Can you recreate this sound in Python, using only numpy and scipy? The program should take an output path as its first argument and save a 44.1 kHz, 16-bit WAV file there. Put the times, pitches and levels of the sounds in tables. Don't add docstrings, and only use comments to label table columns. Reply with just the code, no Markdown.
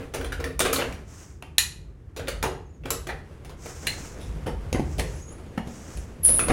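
import sys
import numpy as np
from scipy import signal
from scipy.fft import rfft, irfft
from scipy.io import wavfile

SR = 44100
rng = np.random.default_rng(int(sys.argv[2]) if len(sys.argv) > 2 else 0)


def wav_out(sig):
    wavfile.write(sys.argv[1], SR, np.round(np.clip(np.atleast_2d(sig).T, -1, 1) * 32767).astype(np.int16))


N = 287532
T = np.arange(N) / SR


def undb(db):
    return 10 ** (np.asarray(db) / 20)


def unit(x):
    return x / np.sqrt(np.mean(x ** 2))


def energy(x):
    return x / np.linalg.norm(x)


def curve(rows, axis=1):
    rows = np.array(rows)
    return np.interp(T, rows[:, 0], rows[:, axis])


def at_hz(points, hz):
    f, value = np.transpose(points)
    return np.interp(np.log(hz + 1), np.log(f), value)


def shaped(x, points):
    hz = np.fft.rfftfreq(len(x), 1 / SR)
    return irfft(rfft(x) * undb(at_hz(points, hz)), len(x))


def walk(rate_hz):
    return np.sqrt(3 / 2) * np.interp(T * rate_hz, np.arange(N), rng.standard_normal(N))


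def band(x, hz, kind, order=3):
    return signal.sosfilt(signal.butter(order, hz, kind, fs=SR, output="sos"), x)


def strokes(rows, attack_s, release_s):
    power = np.zeros(N)
    for start_s, length_s, db in rows:
        rise = np.sin(np.pi / 2 * np.clip((T - start_s) / attack_s, 0, 1)) ** 2
        fall = np.exp(-np.maximum(T - start_s - length_s, 0) / release_s)
        power += (undb(db) * rise * fall) ** 2
    return np.sqrt(power)


def rubbing(colour, strength, grain_db):
    catches = rng.standard_normal(N) * undb(grain_db * walk(1500))
    uneven = undb(1.2 * walk(30))
    return unit(shaped(catches, colour) * uneven) * strength


def squeak(hz, strength, wander, wander_rate_hz, flutter_db):
    shaking_hz = hz * (1 + wander * np.tanh(walk(wander_rate_hz)))
    flutter = undb(flutter_db * walk(wander_rate_hz))
    return strength * flutter * np.sin(2 * np.pi * np.cumsum(shaking_hz) / SR)


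# (f/Hz, t60/s)
ROOM_DECAY = [(100, 0.59), (500, 0.44), (1400, 0.41), (4000, 0.38), (10000, 0.31), (16000, 0.053)]


def reverberation(gain, t, build_s):
    hz = np.fft.rfftfreq(len(t), 1 / SR)
    noise = rfft(rng.standard_normal(len(t))) * gain
    centres_hz = [f for f, _ in ROOM_DECAY]
    tail = 0
    for (_, t60_s), share in zip(ROOM_DECAY, np.eye(len(ROOM_DECAY))):
        weight = at_hz(list(zip(centres_hz, share)), hz)
        tail = tail + irfft(noise * weight, len(t)) * undb(-60 * t / t60_s)
    return energy(tail * (1 - np.exp(-t / build_s)))


def room(x, wet_db):
    response = reverberation(1, T[:SR // 2], build_s=0.0065)
    return x + undb(wet_db) * signal.fftconvolve(x, response)[:N]


def body(modes, t):
    ring = np.zeros(len(t))
    for hz, db, t60_s in modes:
        decay = undb(db + 2 * rng.standard_normal() - 60 * t / t60_s)
        ring += decay * np.sin(2 * np.pi * hz * t * rng.normal(1, 0.0047))
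    return energy(ring)


def contact_colour(crack, focus_hz, focus_db, patchy_db, hz):
    knots_hz = np.arange(0, SR / 2, 130)
    patches = np.interp(hz, knots_hz, rng.standard_normal(len(knots_hz)))
    focus = np.exp(-((hz - focus_hz) / (55 + 0.098 * focus_hz)) ** 2)
    return undb(at_hz(crack, hz) + patchy_db * patches + focus_db * focus)


def blows(rows, modes, crack, focus_db, ring_db, near_db, near_s, tail_db):
    out = np.zeros(N + SR)
    t = T[:SR // 2]
    hz = np.fft.rfftfreq(len(t), 1 / SR)
    attack = SR // 50
    for s, middle_db, bass_db, treble_db, contact_s, focus_hz in rows:
        gain = contact_colour(crack, focus_hz, focus_db, patchy_db=4.2, hz=hz)
        jolts = undb(4.5 * np.interp(t * 900, np.arange(len(t)), rng.standard_normal(len(t))))
        grind, echoes = irfft(rfft(rng.standard_normal((2, len(t)))) * gain, len(t))
        age = t / max(contact_s, 1e-4)
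        direct = energy(grind * jolts * (1 - np.exp(-3 * age)) * np.exp(-age))
        ring = body(modes, t)
        near = energy(echoes * (1 - np.exp(-age)) * np.exp(-t / near_s))
        tail = reverberation(gain, t, build_s=0.014)
        hit = direct + undb(ring_db) * ring + undb(near_db) * near + undb(tail_db) * tail
        parts = band(hit, 700, "low"), band(hit, [700, 3700], "band"), band(hit, 3700, "high")
        start = int(s * SR)
        for part, db in zip(parts, (bass_db, middle_db, treble_db)):
            out[start:start + len(t)] += part * undb(db) / np.std(part[:attack])
    return out[:N]


# (f/Hz, relative level/dB per Hz)
AIR_COLOUR = [(100, 3.5), (160, -1.5), (250, -11), (400, -8.5), (600, -27), (2000, -33.5), (3500, -54),
              (6000, -55), (16000, -66.5)]


def still_air(level_db):
    hush = band(rng.standard_normal(N), 60, "high")
    return unit(shaped(hush, AIR_COLOUR)) * undb(level_db)


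# (f/Hz, relative level/dB per Hz)
RUMBLE_COLOUR = [(20, -49), (32, -24), (41, -5.5), (52, 7.5), (63, 0.5), (76, 5), (110, -9), (150, -4),
                 (210, -22.5), (400, -47), (2000, -61.5), (16000, -65)]
# (start t/s, length/s, level/dB)
BODY_MOVES = [(.15, .43, -35.5), (.8, 0.14, -36.5), (1.54, 0.24, -42), (2.17, .36, -35), (2.78, 0.41, -38),
              (3.3, 0.78, -44.5), (4.22, 0.93, -34), (4.7, 0.34, -32), (5.92, 0.057, -31.5),
              (6.17, 0.33, -36)]


def rumble(rest_db):
    shake = np.hypot(strokes(BODY_MOVES, attack_s=0.05, release_s=0.073), undb(rest_db))
    return unit(shaped(rng.standard_normal(N), RUMBLE_COLOUR)) * shake


# (f/Hz, relative level/dB per Hz)
SLEEVE_COLOUR = [(1500, -2), (4200, -13.5), (5600, -2.5), (6600, -1), (8000, -5.5), (9300, -12),
                 (12000, -20), (16000, -21)]
# (start t/s, length/s, level/dB)
SLEEVE_SWEEPS = [(1.02, 0.21, -50), (3.55, 0.51, -44), (4.14, 0.13, -57.5), (4.78, 0.4, -51.5),
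                 (5.62, .36, -49)]


def sleeve(rest_db):
    strength = np.hypot(strokes(SLEEVE_SWEEPS, attack_s=0.15, release_s=0.083), undb(rest_db))
    return rubbing(SLEEVE_COLOUR, strength, grain_db=1.5)


# (f/Hz, relative level/dB per Hz)
SHUFFLE_COLOUR = [(100, 6), (220, 3.5), (480, 0.5), (800, -7.5), (1400, -12), (2400, -16.5), (4000, -24.5),
                  (10000, -29), (16000, -43)]
# (start t/s, length/s, level/dB)
SHUFFLES = [(-.05, 0.054, -40), (.6, .26, -35.5), (2.18, .3, -50.5), (2.85, .08, -48), (3.12, 0.63, -48.5),
            (3.8, 1.38, -42.5), (5.25, 1.08, -45), (6.25, 0.32, -35), (6.44, .08, -29.5)]


def shuffling(rest_db):
    strength = np.hypot(strokes(SHUFFLES, attack_s=0.048, release_s=0.13), undb(rest_db))
    return rubbing(SHUFFLE_COLOUR, strength, grain_db=1)


# (t/s, middle level/dB, bass level/dB, treble level/dB, contact/s, strongest resonance f/Hz)
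DULL_BUMPS = [(1.424, -42, -49, -45.5, 0.0019, 2700), (4.203, -56, -58, -51, 0.059, 3600),
              (4.461, -36, -30.5, -44, 0.022, 465), (4.728, -38, -28.5, -33.5, 0.0013, 6400),
              (4.744, -34, -24.5, -52, 0.0092, 2040), (4.795, -46, -23, -47, 0.0034, 334),
              (4.982, -42, -34, -39.5, .0078, 530), (4.993, -30.5, -31, -29.5, 0.0068, 1870),
              (5.576, -33, -26, -47, 0.0037, 202), (5.671, -64, -34.5, -51.5, 0.0075, 190),
              (5.969, -53.5, -47.5, -47, 0.0061, 10200), (6.287, -41.5, -35.5, -39, 0.0042, 547),
              (6.481, -28.5, -33, -36, 0.011, 516), (6.498, -23.5, -18.5, -41, 0.016, 1240)]
# (f/Hz, relative level/dB, t60/s)
DOOR_MODES = [(144, -26, 0.17), (209, -2.5, 0.053), (241, 9, 0.054), (390, -24, 0.035), (522, -5, 0.36),
              (750, 0, 0.32), (1323, 5, 0.054)]
# (f/Hz, relative level/dB)
DOOR_CRACK = [(60, -11), (220, 3.5), (450, -1.5), (700, -2), (1000, -4), (2300, -9.5), (4000, -27.5),
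              (6400, -31), (8000, -34.5), (10000, -28.5), (15000, -45)]


def bumps():
    return blows(DULL_BUMPS, DOOR_MODES, DOOR_CRACK,
                 focus_db=10.0, ring_db=-7, near_db=-3.0, near_s=.02, tail_db=-2)


# (t/s, f/Hz, level/dB)
THIN_SQUEAKS = [
    [(2.64, 6350, -79), (2.715, 6800, -72), (2.79, 6510, -74)],
    [(5.14, 6200, -66), (5.28, 6600, -54), (5.315, 7050, -53), (5.35, 6473, -62)],
    [(5.12, 10100, -62), (5.22, 11000, -62), (5.32, 10400, -57.5), (5.40, 9680, -67), (5.46, 6900, -68),
     (5.56, 6500, -75.5)],
]


def thin_squeaks():
    out = np.zeros(N)
    for rows in THIN_SQUEAKS:
        sounding = (T > rows[0][0]) & (T < rows[-1][0])
        strength = sounding * undb(curve(rows, axis=2))
        out += squeak(curve(rows), strength, wander=.043, wander_rate_hz=70, flutter_db=5.0)
    return out


# (start t/s, length/s, level/dB)
KNOB_TWISTS = [(-.02, 0.039, -37.5), (.14, 0.12, -37), (.38, .11, -35), (.6, 0.21, -33.5),
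               (2.18, .1, -44.5), (2.84, 0.096, -40.5)]
# (f/Hz, relative level/dB per Hz)
GROAN_COLOUR = [(200, -31), (272, 5.5), (312, -19), (366, -2), (408, -10.5), (460, 7.5), (560, -12),
                (850, -28), (1330, -19.5), (1700, -20), (2400, -21), (6000, -44)]


def spindle():
    return rubbing(GROAN_COLOUR, strokes(KNOB_TWISTS, attack_s=0.019, release_s=0.051), grain_db=2)


# (t/s, middle level/dB, bass level/dB, treble level/dB, contact/s, strongest resonance f/Hz)
SWITCH_SNAPS = [(1.582, -20.5, -47.5, -15, .0011, 2750), (3.868, -25, -39.5, -28.5, 0.0063, 4130)]
# (f/Hz, relative level/dB, t60/s)
SWITCH_MODES = [(1790, -5, 0.13), (2040, -7, .15), (2920, -5.5, 0.22), (4010, -4, .2), (4110, -1, 0.17),
                (10800, -7, .12)]
# (f/Hz, relative level/dB)
SWITCH_CRACK = [(200, -3.5), (600, -15), (1350, -11.5), (1800, 0), (2300, -1.5), (2800, 2), (3500, -10),
                (4100, 4), (4700, -12.5), (6400, -6.5), (8200, -8.5), (10000, -5.5), (12500, -15),
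                (15500, -13.5)]


def snaps():
    return blows(SWITCH_SNAPS, SWITCH_MODES, SWITCH_CRACK,
                 focus_db=2.5, ring_db=-12.5, near_db=-2.0, near_s=0.027, tail_db=-6.5)


# (f/Hz, relative level/dB, t60/s)
BOLT_RING = [(7300, -3, 0.18), (7360, -11, .3), (7260, -3, 0.15), (7800, -7, .3)]


def bolt(start_s, energy_db):
    start = int(start_s * SR)
    return np.pad(undb(energy_db) * body(BOLT_RING, T[:N - start]), (start, 0))


# (f/Hz, relative level/dB per Hz)
HINGE_COLOUR = [(800, -9), (2700, -4.5), (5000, -4), (8000, -5), (10000, 10.5), (11800, 12.5), (13000, -8),
                (16000, -22)]
SQUEAL_START_S, SQUEAL_LENGTH_S, SQUEAL_SETTLED_DB = 6.228, 0.11, -21.5
SQUEAL_START_HZ, SQUEAL_SETTLED_HZ, SQUEAL_SETTLE_S = 12100, 10060, .011
SQUEAL_BITE_DB, SQUEAL_BITE_S = 19.5, .036


def squeal(rasp_db, drift):
    age_s = np.maximum(T - SQUEAL_START_S, 0)
    fall_hz = (SQUEAL_START_HZ - SQUEAL_SETTLED_HZ) * np.exp(-age_s / SQUEAL_SETTLE_S)
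    hz = (SQUEAL_SETTLED_HZ + fall_hz) * (1 + drift * walk(60))
    bite = undb(SQUEAL_BITE_DB * np.exp(-age_s / SQUEAL_BITE_S))
    swing = [(SQUEAL_START_S, SQUEAL_LENGTH_S, SQUEAL_SETTLED_DB)]
    pressure = bite * strokes(swing, attack_s=0.032, release_s=0.074)
    tone = squeak(hz, pressure, wander=0.048, wander_rate_hz=770, flutter_db=4.5)
    return tone + undb(rasp_db) * rubbing(HINGE_COLOUR, pressure, grain_db=4.5)


# (t/s, middle level/dB, bass level/dB, treble level/dB, grinding time/s, strongest resonance f/Hz)
LATCH_CLICKS = [(0.137, -37, -35.5, -43.5, 0.0092, 1350), (0.144, -37.5, -31.5, -37.5, 0.0039, 9800),
                (0.211, -38, -42, -50, 0.0031, 1530), (0.245, -38, -35.5, -45, 0.0042, 9500),
                (0.320, -32, -41, -43.5, 0.0056, 1660), (0.400, -39.5, -37, -49, .0056, 1250),
                (0.441, -32, -40, -40, 0.0024, 1260), (0.592, -31, -38, -25, 0.0023, 9100),
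                (0.602, -23.5, -25.5, -25, 0.0035, 3570), (0.650, -25, -25.5, -36.5, 0.013, 1140),
                (0.728, -27, -41, -25, 0.0091, 13000), (0.758, -31, -34, -32, .0046, 4100),
                (0.784, -30.5, -28, -43, .021, 523), (0.812, -29.5, -36.5, -53, 0.008, 2880),
                (0.923, -45.5, -55, -50.5, .004, 2380), (2.163, -41.5, -38.5, -43, 0.01, 3680),
                (2.194, -40, -36.5, -53, 0.0038, 1450), (2.273, -39, -46, -52, .0028, 3740),
                (2.281, -31.5, -31, -35.5, 0.0044, 536), (2.427, -28, -31.5, -32, 0.0039, 1290),
                (2.437, -33, -24, -46, .0084, 830), (2.836, -51, -52, -70, .003, 2600),
                (2.855, -38.5, -37.5, -50, 0.0031, 365), (2.904, -31, -33.5, -26.5, .002, 11800),
                (3.069, -39, -38.5, -45, 0.0064, 362), (3.089, -31, -34, -53, 0.0097, 2180),
                (3.447, -50, -50, -53, 0.0062, 2050), (3.494, -50.5, -46, -55, 0.0066, 1194),
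                (3.658, -43.5, -39.5, -49, .004, 2000), (6.392, -26, -31.5, -37, 0.0021, 2450)]
# (f/Hz, relative level/dB, t60/s)
KNOB_RING = [(269.4, -5.5, 0.81), (375, 6, 0.41), (459, 5, 0.43), (525, -1.5, 0.3), (800, -14, 0.27),
             (1220, 2, 0.083), (1560, -42, 0.24), (2350, 16, 0.14), (3450, 10.5, 0.1), (6900, -76, .2),
             (9400, -10, 0.13)]
# (f/Hz, relative level/dB)
LATCH_CRACK = [(100, -17), (250, -9), (450, 0), (900, -2.5), (1400, 5), (2600, -1.5), (3700, -5.5),
               (5000, -4.5), (7400, -5.5), (8300, -9), (9600, -4), (12500, -11.5), (15500, -11)]


def latch():
    return blows(LATCH_CLICKS, KNOB_RING, LATCH_CRACK,
                 focus_db=7.5, ring_db=-9, near_db=-.5, near_s=0.021, tail_db=-1.5)


def scene():
    hardware = latch()
    switch = snaps()
    thuds = bumps()
    hinge = room(squeal(rasp_db=-15.5, drift=0.0119), wet_db=-3) + room(thin_squeaks(), wet_db=-9)
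    handling = spindle() + shuffling(rest_db=-59) + sleeve(rest_db=-84) + rumble(rest_db=-45.5)
    ping = bolt(start_s=2.905, energy_db=-1.0)
    return (hardware + ping + switch + thuds + hinge + handling + still_air(level_db=-49))[None]


def record(dry):
    low_pass = signal.ellip(10, .2, 80, 16000, fs=SR, output="sos")
    return signal.sosfilt(low_pass, np.clip(dry, -1, 1))


dry = scene()
out = record(dry)
wav_out(out)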